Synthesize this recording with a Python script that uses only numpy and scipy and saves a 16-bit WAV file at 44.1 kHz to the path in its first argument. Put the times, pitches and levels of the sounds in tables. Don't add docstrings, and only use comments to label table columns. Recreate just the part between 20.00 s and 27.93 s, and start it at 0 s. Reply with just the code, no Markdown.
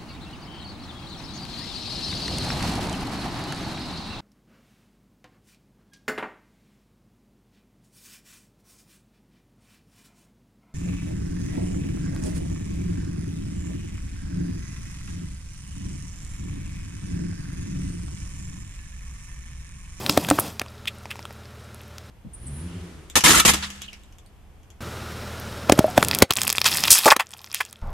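import sys
import numpy as np
from scipy import signal
from scipy.fft import rfft, irfft, next_fast_len
from scipy.io import wavfile

SR = 44100
rng = np.random.default_rng(int(sys.argv[2]) if len(sys.argv) > 2 else 0)


def materialize(psi):
    bounded = np.clip(np.atleast_2d(psi).T, -1, 1)
    quanta = np.round(bounded * 32767).astype(np.int16)
    wavfile.write(sys.argv[1], SR, quanta)


N = 349707
T = np.arange(N) / SR
FFT_SIZE = next_fast_len(N)
BIN_HZ = np.arange(FFT_SIZE // 2 + 1) * SR / FFT_SIZE


def from_db(db):
    return 10 ** (np.asarray(db) / 20)


def rms_one(x):
    return x / np.sqrt(np.mean(x ** 2) + 1e-20)


def bin_gains(spectrum):
    hz, db = np.transpose(spectrum)
    return from_db(np.interp(np.log(BIN_HZ + 1), np.log(hz), db))


def colour(x, spectrum):
    below = np.minimum(BIN_HZ / spectrum[0][0], 1) ** 3
    above = np.minimum(spectrum[-1][0] / (BIN_HZ + 1), 1) ** 3
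    return rms_one(irfft(rfft(x, FFT_SIZE) * bin_gains(spectrum) * below * above, FFT_SIZE)[:N])


def noise(spectrum):
    return colour(rng.standard_normal(N), spectrum)


def band(x, low_hz, high_hz, order=2):
    high_hz = min(high_hz, .45 * SR)
    low_hz = min(low_hz, .9 * high_hz)
    return signal.sosfilt(signal.butter(order, [low_hz, high_hz], "band", fs=SR, output="sos"), x)


def band_noise(low_hz, high_hz, size):
    return rms_one(band(rng.standard_normal(size), low_hz, high_hz))


def friction(hz, width_hz, size=N):
    return band_noise(hz - width_hz / 2, hz + width_hz / 2, size)


def waver(per_s):
    return np.interp(T * per_s, np.arange(1000), rng.standard_normal(1000))


def tones(lines, wander):
    return sum(np.sqrt(2) * from_db(db) * np.sin(2 * np.pi * (hz * T + rng.random()) + wander * waver(8.6))
               for hz, db in lines)


def grains(per_s, spread_db, size=N):
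    heights = from_db(spread_db * np.minimum(rng.exponential(1, size), 4)) * rng.choice([-1, 1], size)
    return heights * (rng.random(size) < per_s / SR)


def decay(t, t60_s):
    return from_db(-60 * t / t60_s)


def burst(t, length_s, rise_s, t60_s):
    return np.clip(t / rise_s, 0, 1) * decay(np.maximum(t - length_s, 0), t60_s)


def add(track, start_s, sound):
    i = max(round(start_s * SR), 0)
    track[i:i + len(sound)] += sound[:max(N - i, 0)]


def ring(clicks, hz, t60_s):
    r, w = decay(1 / SR, t60_s), 2 * np.pi * hz / SR
    return signal.lfilter([0, np.sin(w)], [1, -2 * r * np.cos(w), r * r], clicks + 1e-18)


def struck(blows, modes):
    clicks = np.zeros(N)
    for start_s, db in blows:
        add(clicks, start_s, from_db([db]))
    return sum(from_db(db) * ring(clicks, hz, t60_s) for hz, db, t60_s in modes)


def knocked(blows, modes):
    return sum(struck([(start_s, blow_db)], [(hz * ratio, db, t60_s) for hz, db, t60_s in modes])
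               for start_s, blow_db, ratio in blows)


def scatter(x, t60_s, low_hz, high_hz):
    t = T[:int(t60_s * SR) + 2]
    tail = band(rng.standard_normal(len(t)), low_hz, high_hz, order=1) * burst(t, 0, .0036, t60_s)
    return signal.oaconvolve(x, tail / np.linalg.norm(tail))[:len(x)]


# freq_hz, side_gain_db
WIDTH = [(60, -7), (110, -6), (200, -12), (380, -8.5), (700, -5), (1290, -5.5), (2380, -2.5), (4400, -4.5),
         (8120, 1), (15000, -1.5)]
def stereo(source):
    mid, side = source(), source()
    side = irfft(rfft(side, FFT_SIZE) * bin_gains(WIDTH), FFT_SIZE)[:N]
    return np.array([mid + side, mid - side])


# pitch_hz, relative_db
ENGINE_HUM = [(80.7, -38.5), (102.3, -46.5), (118.4, -41.5), (199.2, -58), (220.7, -50), (419.9, -55.5),
              (581.4, -55)]
# freq_hz, density_db
FAN_WHIRR = [(76, -34.5), (130, -8), (224, -1.5), (268, -11.5), (410, -7.5), (994, -14), (1340, -11.5),
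             (2050, -17.5), (3830, -21), (13600, -32), (16000, -41)]
# pitch_hz, width_hz, relative_db
BELT_WHINES = [(600, 35, -17.5), (1395, 79, -12.5), (3900, 250, -19.5), (5570, 170, -20)]
# start_s, hum_db, whirr_db
IDLE_STEPS = [(0, -45, -48.5), (4.8, -38.5, -37.5), (6.24, -61, -56), (6.36, -45, -52.5),
              (6.929, -58, -57.5)]
def idling_car(tick_hz=19.9, tick_depth=.19, shudder_db=-12):
    start_s, hum_db, whirr_db = np.transpose(IDLE_STEPS)
    step = np.searchsorted(start_s[1:], T)
    ticks = 1 + tick_depth * np.cos(np.pi * tick_hz * T) ** 16
    hum = rms_one(tones(ENGINE_HUM, wander=.25))
    hum += from_db(shudder_db) * noise([(24, 2.5), (65, 1), (160, -8)])
    whirr = noise(FAN_WHIRR) + sum(from_db(db) * friction(hz, width) for hz, width, db in BELT_WHINES)
    return from_db(hum_db)[step] * hum + from_db(whirr_db)[step] * rms_one(whirr) * ticks


# start_s, length_s, release_t60_s, crackle_db, hiss_db, rumble_db, cracks_per_s
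CRUSH_LOADS = [(-.02, .27, 0.34, -44, -41, -32.5, 3200), (0.279, .19, 0.31, -44, -39.5, -33.5, 3500),
               (1.09, .16, 0.44, -55, -73, -72, 190), (5.712, 0.27, 0.22, -45, -71, -37, 500),
               (5.948, .275, .08, -36, -46, -32, 570), (6.353, .15, .16, -30.5, -41.5, -39, 600),
               (6.536, .09, .1, -35, -47, -48, 300), (6.633, .27, .1, -25, -34, -38.5, 1700),
               (6.917, .13, .1, -23.5, -35.5, -51, 3000), (7.3, .36, 0.37, -47.5, -68, -70, 320)]
# freq_hz, density_db
TREAD_CRACKLE = [(290, -43.5), (500, -7.5), (538, -14.5), (761, 0.5), (855, -4), (2330, -2), (4940, -0.5),
                 (9090, -5), (12500, -3), (16000, -13)]
# freq_hz, density_db
TYRE_RUMBLE = [(40, -6.5), (110, 2), (200, 2), (330, -4.5), (700, -7.5), (1500, -20), (3000, -44.5)]
def tread(grit_db=-62.5, grit_per_s=100, ring_cycles=12, rasp_db=-13, clump_db=4):
    loads = np.array([burst(T - start_s, length_s, rise_s=.018, t60_s=t60_s)
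                      for start_s, length_s, t60_s, *_ in CRUSH_LOADS])
    *_, crackle_db, hiss_db, rumble_db, cracks_per_s = np.transpose(CRUSH_LOADS)
    crackle_gain, hiss_gain, rumble_gain = (np.sqrt(from_db(db) ** 2 @ loads ** 2)
                                            for db in (crackle_db, hiss_db, rumble_db))
    per_s = grit_per_s + cracks_per_s @ loads
    cracks = grains(per_s, spread_db=5) / np.sqrt(per_s)
    pitches_hz = np.geomspace(900, 14500, num=18)
    pitch_index = rng.integers(0, len(pitches_hz), N)
    rings = sum(hz * ring(cracks * (pitch_index == k), hz, ring_cycles / hz)
                for k, hz in enumerate(pitches_hz))
    rasp = from_db(rasp_db) * rng.standard_normal(N)
    crackle = colour(rms_one(rings) + rasp, TREAD_CRACKLE) * from_db(clump_db * waver(90))
    crackle *= np.hypot(crackle_gain, from_db(grit_db))
    return crackle + hiss_gain * noise(TREAD_CRACKLE) + rumble_gain * noise(TYRE_RUMBLE)


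# start_s, peak_db, pitch_hz
BUCKLES = [(0.0638, -4, 4350), (0.0965, 6, 4940), (.176, -0.5, 3640), (0.2484, -12.5, 3000),
           (0.302, 7, 8900), (0.5966, -3.5, 6000), (0.6165, -13.5, 2350), (0.8563, -21, 3270),
           (1.9832, -18.5, 6230), (6.0488, -2.5, 9400), (6.0852, 1, 12300), (6.1126, 0.5, 4750),
           (6.1491, 7, 13700), (6.188, 2, 12200), (6.308, -0.5, 3880), (6.314, -6, 3970),
           (6.3237, -7, 5930), (6.3366, -3.5, 11800), (6.3704, -1, 8600), (6.3865, -8, 3300),
           (6.4176, 3.5, 8300), (6.4347, -3, 8500), (6.479, 5, 11500), (6.494, -3, 6000),
           (6.5018, 5.5, 7750), (6.5278, 3.5, 12600), (6.5514, -13.5, 2360), (6.5828, 1.5, 3670),
           (6.6162, 3, 5200), (6.7177, -5, 5200), (6.7723, 2, 11500), (6.8384, 6.5, 5630),
           (6.8535, -6, 3900), (6.8829, -4.5, 2800), (6.992, -2, 5070), (7.4441, -18, 5600),
           (7.546, 0, 12900), (7.729, -19, 10500)]
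def snaps(ring_cycles=8, slip_size=.13, creep_db=-12, creep_s=.0012, clicky_hz=7480, lead_s=.0002):
    out, onset = np.zeros(N), SR // 200
    t = T[:SR // 30] - onset / SR
    creep = from_db(creep_db) * np.exp(-np.abs(t) / creep_s)
    strain = np.where(t < 0, creep, decay(np.abs(t), t60_s=.013))
    for start_s, db, hz in BUCKLES:
        slips = slip_size * grains(per_s=2500, spread_db=3.3, size=len(t)) * strain
        slips[onset] = 1
        panel = ring(slips, hz, ring_cycles / hz)
        click = band(slips, hz / 5, 2.1 * hz + 3000, order=1)
        snap = rms_one(panel) + hz / clicky_hz * rms_one(click)
        add(out, start_s - lead_s + t[0], from_db(db) * snap / np.abs(snap).max())
    return out


# start_s, puff_db, cavity_hz, tear_db, tyre_ring_db
SEAL_BURSTS = [(0.0963, -13.5, 513, -16, -16.5), (0.1759, 3, 724, -14, -17.5),
               (0.2882, -10.5, 596, -20.5, -37), (.312, 1.5, 770, -24, -6.5),
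               (0.3881, -2.5, 1130, -37, -43), (.6166, -17, 755, -30, -61), (5.6976, 9, 736, -15.5, -34),
               (5.7228, 4, 408, -7.5, -18.5), (5.7916, 8, 242, -10.5, -26), (5.9785, 10, 760, -12, -38),
               (6.0281, -2.5, 1500, -14, -27.5), (6.2238, 13, 533, 1, -39.5),
               (6.3083, -7.5, 1260, -11.5, -41), (7.0577, -9, 380, -13.5, -41),
               (7.1656, -9, 1500, -15.5, -53)]
# pitch_hz, level_db, t60_s
TYRE_AIR_MODES = [(206, -14, .12), (298, -1.5, 0.1), (430, -14, 0.046), (544, -9, .05)]
def pops(bulge_db=-20, bulge_s=.0041, tear_lead_s=.001967, sag=.31, sag_s=.005, flutter=.6,
         push=.24, push_hz=170, gulp_db=-9.5, gulp_ratio=.35, gulp_lag_s=.0025):
    out, t = np.zeros(N), T[:SR // 15]
    for start_s, puff_db, cavity_hz, tear_db, _ in SEAL_BURSTS:
        bulge = band_noise(300, 1800, len(t)) * np.exp((t - t[-1]) / bulge_s)
        rips = grains(per_s=12000, spread_db=2.2, size=len(t))
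        tear = rms_one(band(rips, 440, 6600, order=1)) * burst(t, .0022, rise_s=.0012, t60_s=.017)
        pitch_hz = cavity_hz * (1 - sag + sag * np.exp(-t / sag_s))
        pitch_hz *= 1 + flutter * band_noise(300, 1500, len(t))
        phase = 2 * np.pi * np.cumsum(pitch_hz) / SR
        puff = (np.sin(phase) + push * np.sin(2 * np.pi * push_hz * t)) * decay(t, t60_s=.0095)
        gulp = np.sin(gulp_ratio * phase) * decay(t, t60_s=.013)
        add(out, start_s - t[-1], from_db(bulge_db + puff_db / 2) * bulge)
        add(out, start_s - tear_lead_s, from_db(tear_db) * tear)
        add(out, start_s, from_db(puff_db) * puff)
        add(out, start_s + gulp_lag_s, from_db(puff_db + gulp_db) * gulp)
    return out + struck([(start_s, ring_db) for start_s, *_, ring_db in SEAL_BURSTS], TYRE_AIR_MODES)


# start_s, level_db, rise_s, t60_s, low_hz, high_hz
JETS = [(.098, -32, .002, 0.23, 3500, 8030), (.39, -23.5, .004, 0.034, 9000, 14300),
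        (0.872, -25, .004, 0.034, 2090, 3900), (1.102, -32, .006, 0.063, 1500, 3200),
        (6.653, -13.5, 0.0049, 0.087, 990, 6550), (6.904, -6.5, 0.0011, 0.19, 4300, 11760),
        (7.058, -8, 0.0011, 0.039, 323, 900), (7.076, -7.5, 0.0015, 0.047, 555, 1740),
        (7.102, -13.5, 0.0018, 0.04, 704, 5000), (7.115, -10, .002, .04, 786, 2070),
        (7.192, -16, 0.0071, .06, 780, 2840), (7.54, -33.5, 0.0018, 0.23, 1500, 7000),
        (7.603, -21, 0.003, 0.022, 800, 2810)]
def squirts(full_pressure_s=.011, spray_db=-8, flap_db=3.5):
    out, t = np.zeros(N), T[:SR // 4]
    for start_s, db, rise_s, t60_s, low_hz, high_hz in JETS:
        sputter = grains(per_s=5000, spread_db=2, size=len(t))
        sputter *= from_db(flap_db * band_noise(80, 450, len(t)))
        spray = band(sputter, 1000 + low_hz / 2, 7000 + high_hz / 2, order=1)
        jet = rms_one(band(sputter, low_hz, high_hz)) + from_db(spray_db) * rms_one(spray)
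        add(out, start_s, from_db(db) * jet * burst(t, full_pressure_s, rise_s, t60_s))
    return out


# start_s, level_db, pitch_ratio
CUP_DROPS = [(.6625, -30, 1.1), (1.0563, -23, 0.88), (1.1567, -27, .9), (1.1924, -24.5, 0.87),
             (1.2539, -21, 1.28), (1.3077, -28, 0.78)]
# pitch_hz, level_db, t60_s
CUP_MODES = [(1080, -3, 0.0095), (2500, -0.5, 0.0032), (6000, -4.5, 0.0013)]
def cups():
    return knocked(CUP_DROPS, CUP_MODES)


# freq_hz, density_db
YARD_AIR = [(15, -28.5), (25, -7.5), (80, -11.5), (197, -26), (326, -26.5), (632, -32.5), (684, -30),
            (1730, -39.5), (3440, -42.5), (3730, -48), (14000, -53.5)]
def open_air(level_db=-51):
    return from_db(level_db) * stereo(lambda: noise(YARD_AIR))


# start_s, hold_s, depth_fraction
PEDAL_PUSHES = [(2.25, .34, 0.99), (3.201, .12, .8)]
# firing_multiple, relative_db
EXHAUST_ORDERS = [(1, 3), (2, 0), (3, -7), (4, -15)]
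# pitch_hz, relative_db
DISTANT_HUM = [(75.4, -55), (199.2, -65)]
def climbing_car(idle_hz=55.8, rev_hz=38, flywheel_lag_s=.14, press_s=.22, release_s=.36,
                 exhaust_db=-57.5, throttle_db=23, roughness=.57, hum_db=-2):
    throttle = np.zeros(N)
    for start_s, hold_s, depth in PEDAL_PUSHES:
        pressed = np.clip((T - start_s) / press_s, 0, 1)
        released = np.clip((T - start_s - press_s - hold_s) / release_s, 0, 1)
        throttle += depth * (pressed - released)
    inertia = np.exp(-1 / (flywheel_lag_s * SR))
    firing_hz = idle_hz + rev_hz * signal.lfilter([1 - inertia], [1, -inertia], throttle) ** 2
    phase = 2 * np.pi * np.cumsum(firing_hz) / SR
    exhaust = sum(from_db(db) * (1 + roughness * waver(45)) * np.sin(k * phase + 2 * roughness * waver(35))
                  for k, db in EXHAUST_ORDERS)
    hum = from_db(hum_db) * tones(DISTANT_HUM, wander=.5)
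    return from_db(exhaust_db + throttle_db * throttle) * rms_one(exhaust) + hum


# start_s, length_s, level_db, pitch_hz, width_hz
SLIDES = [(2.244, 0.028, -34, 155, 70), (2.332, 0.016, -44, 9400, 400), (2.464, 0.018, -44.5, 8700, 600),
          (2.677, 0.13, -59, 2950, 500), (3.329, 0.044, -24.5, 1320, 300), (3.398, 0.005, -16, 1325, 120),
          (3.565, 0.014, -38.5, 3500, 5000), (3.622, 0.027, -30.5, 2900, 3740),
          (3.811, 0.042, -44.5, 3200, 1330), (3.878, 0.0085, -39.5, 2900, 493),
          (3.924, 0.015, -47, 2510, 900)]
def rubs(rise_s=.005, t60_s=.092):
    out, t = np.zeros(N), T[:SR // 5]
    for start_s, length_s, db, hz, width_hz in SLIDES:
        add(out, start_s, from_db(db) * friction(hz, width_hz, len(t)) * burst(t, length_s, rise_s, t60_s))
    return out


# freq_hz, density_db
STONE_SCUFF = [(180, -26), (300, -1), (692, -18), (1340, -17), (2900, -22.5), (4770, -27), (9670, -30),
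               (14000, -45.5)]
def tyre_on_stone(whistle_s=2.33, whistle_db=-50, flutter_db=2, scuff_s=2.255, scuff_db=-47):
    whistle_gain = from_db(whistle_db) * burst(T - whistle_s, length_s=.28, rise_s=.13, t60_s=.48)
    whistle_gain *= from_db(flutter_db * waver(60))
    whistle = stereo(lambda: friction(hz=10000, width_hz=400))
    scuff_gain = from_db(scuff_db) * burst(T - scuff_s, length_s=.62, rise_s=.37, t60_s=2)
    return whistle_gain * whistle + scuff_gain * stereo(lambda: noise(STONE_SCUFF))


# start_s, level_db, pitch_ratio
SHELL_TAPS = [(3.0997, -25, 1.1), (3.2079, -9.5, .9), (3.7032, -22, 0.96), (3.7598, -36, 1.1),
              (3.819, -19.5, 1.02), (3.9314, -28, 0.82), (4.0355, -41, 1.14), (4.1249, -41.5, 0.92),
              (4.185, -36.5, 1.05), (4.2622, -41, 1.36), (4.632, -46, .97), (4.7033, -36.5, 1.01)]
# pitch_hz, level_db, t60_s
PIECE_MODES = [(3300, -9.5, 0.008), (6700, 1, 0.0018), (10500, -5, 0.00079)]
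def shell_ticks(ring_db=-1):
    ticks = knocked(SHELL_TAPS, PIECE_MODES)
    ringing = np.array([scatter(ticks, t60_s=.094, low_hz=1500, high_hz=9000) for _ in range(2)])
    return ticks + from_db(ring_db) * ringing


# start_s, length_s, level_db
BALL_FRACTURES = [(3.1549, 0.019, -13.5), (3.238, 0.024, -12.5), (3.265, 0.055, -14), (3.332, 0.066, -16),
                  (3.4502, 0.012, -13), (3.477, 0.022, -14), (3.535, 0.0077, -20)]
# freq_hz, density_db
SHELL_CRACK = [(410, -44), (700, -12), (1330, -11), (1500, -10.5), (1750, -3.5), (2430, -7.5), (2660, -3),
               (4550, -9), (7110, -6.5), (9730, -11), (13900, -17), (14600, -33), (16000, -64.5)]
# freq_hz, density_db
BALL_BOOM = [(25, -11), (70, -3.5), (150, 0.5), (320, 1.5), (600, -9.5), (900, -5), (1300, -1),
             (1700, -18.5), (3000, -33.5)]
def shatter(rise_s=.00065, boom_db=-5.5, surge_db=2, shard_sets=4, shard_turn_s=.03):
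    crack_power, boom_power, t = np.zeros(N), np.zeros(N), T[:SR // 2]
    for start_s, length_s, db in BALL_FRACTURES:
        add(crack_power, start_s, (from_db(db) * burst(t, length_s, rise_s, t60_s=.1)) ** 2)
        add(boom_power, start_s, (from_db(db + boom_db) * burst(t, length_s, rise_s, t60_s=.082)) ** 2)
    surge = from_db(surge_db * waver(140))
    active_set = (T // shard_turn_s) % shard_sets

    def cracking():
        cracks = grains(per_s=4000, spread_db=3) * surge
        shards = sum(scatter(cracks * (active_set == k), t60_s=.021, low_hz=300, high_hz=16000)
                     for k in range(shard_sets))
        return colour(cracks + shards, SHELL_CRACK)

    return np.sqrt(crack_power) * stereo(cracking) + np.sqrt(boom_power) * stereo(lambda: noise(BALL_BOOM))


# start_s, level_db
TYRE_DROPS = [(3.25, -30), (3.488, -25.5)]
# pitch_hz, level_db, t60_s
CARCASS_MODES = [(70, -1.5, 0.54), (199, -5.5, 1), (232, -17, 0.75)]
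def tyre_landings():
    return struck(TYRE_DROPS, CARCASS_MODES)


def splinters(start_s=3.55, level_db=-40):
    def patter():
        hits = grains(per_s=500, spread_db=3)
        return colour(scatter(hits, t60_s=.012, low_hz=900, high_hz=9000), SHELL_CRACK)

    return from_db(level_db) * burst(T - start_s, length_s=0, rise_s=.002, t60_s=1) * stereo(patter)


# start_s, level_db, pitch_ratio
BOTTLE_KNOCKS = [(5.731, -23, 0.92), (5.778, -21, 0.99), (5.806, -18, 1), (5.8435, -8.5, 1.0),
                 (5.881, -21.5, 1.16)]
# pitch_hz, level_db, t60_s
BOTTLE_MODES = [(626, 2.5, 0.069), (674, -20, .04), (757, -20, 0.065)]
def bottles():
    return knocked(BOTTLE_KNOCKS, BOTTLE_MODES)


# freq_hz, density_db
MIC_WIND = [(12, -29), (20, 9), (82, -7), (263, -23.5), (319, -32), (933, -24), (3630, -58.5), (6000, -65),
            (7800, -89.5), (13200, -120)]
def gust(start_s=7.815, level_db=-27.5, rise_s=.0056):
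    return from_db(level_db) * np.clip((T - start_s) / rise_s, 0, 1) * noise(MIC_WIND)


def scene(ball_from_s=2.1, ball_to_s=4.806, bass_hz=85, far_top_hz=14300,
          wheel_echo_db=-12, underbody_echo_db=-23, yard_echo_db=-21):
    crushing = snaps() + squirts() + tread() + cups()
    crushing += from_db(wheel_echo_db) * scatter(crushing, t60_s=.0045, low_hz=1220, high_hz=14000)
    low_cut = signal.butter(3, bass_hz, "high", fs=SR, output="sos")
    close = signal.sosfilt(low_cut, crushing + pops() + bottles())
    close += from_db(underbody_echo_db) * scatter(close, t60_s=.066, low_hz=250, high_hz=7000)

    ball = shatter() + splinters() + stereo(rubs) + shell_ticks()
    yard_echo = np.array([scatter(channel, t60_s=.88, low_hz=300, high_hz=5000) for channel in ball])
    far = ball + from_db(yard_echo_db) * yard_echo + climbing_car() + tyre_on_stone() + open_air()
    far = signal.sosfilt(signal.cheby1(10, .5, far_top_hz, fs=SR, output="sos"), far)

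    at_ball = (T > ball_from_s) & (T < ball_to_s)
    return np.where(at_ball, far + tyre_landings(), close + idling_car()) + gust()


def record(dry):
    clipped = np.clip(dry, -1, 1)
    return signal.sosfiltfilt(signal.butter(14, 16200, fs=SR, output="sos"), clipped)


dry = scene()
out = record(dry)
materialize(out)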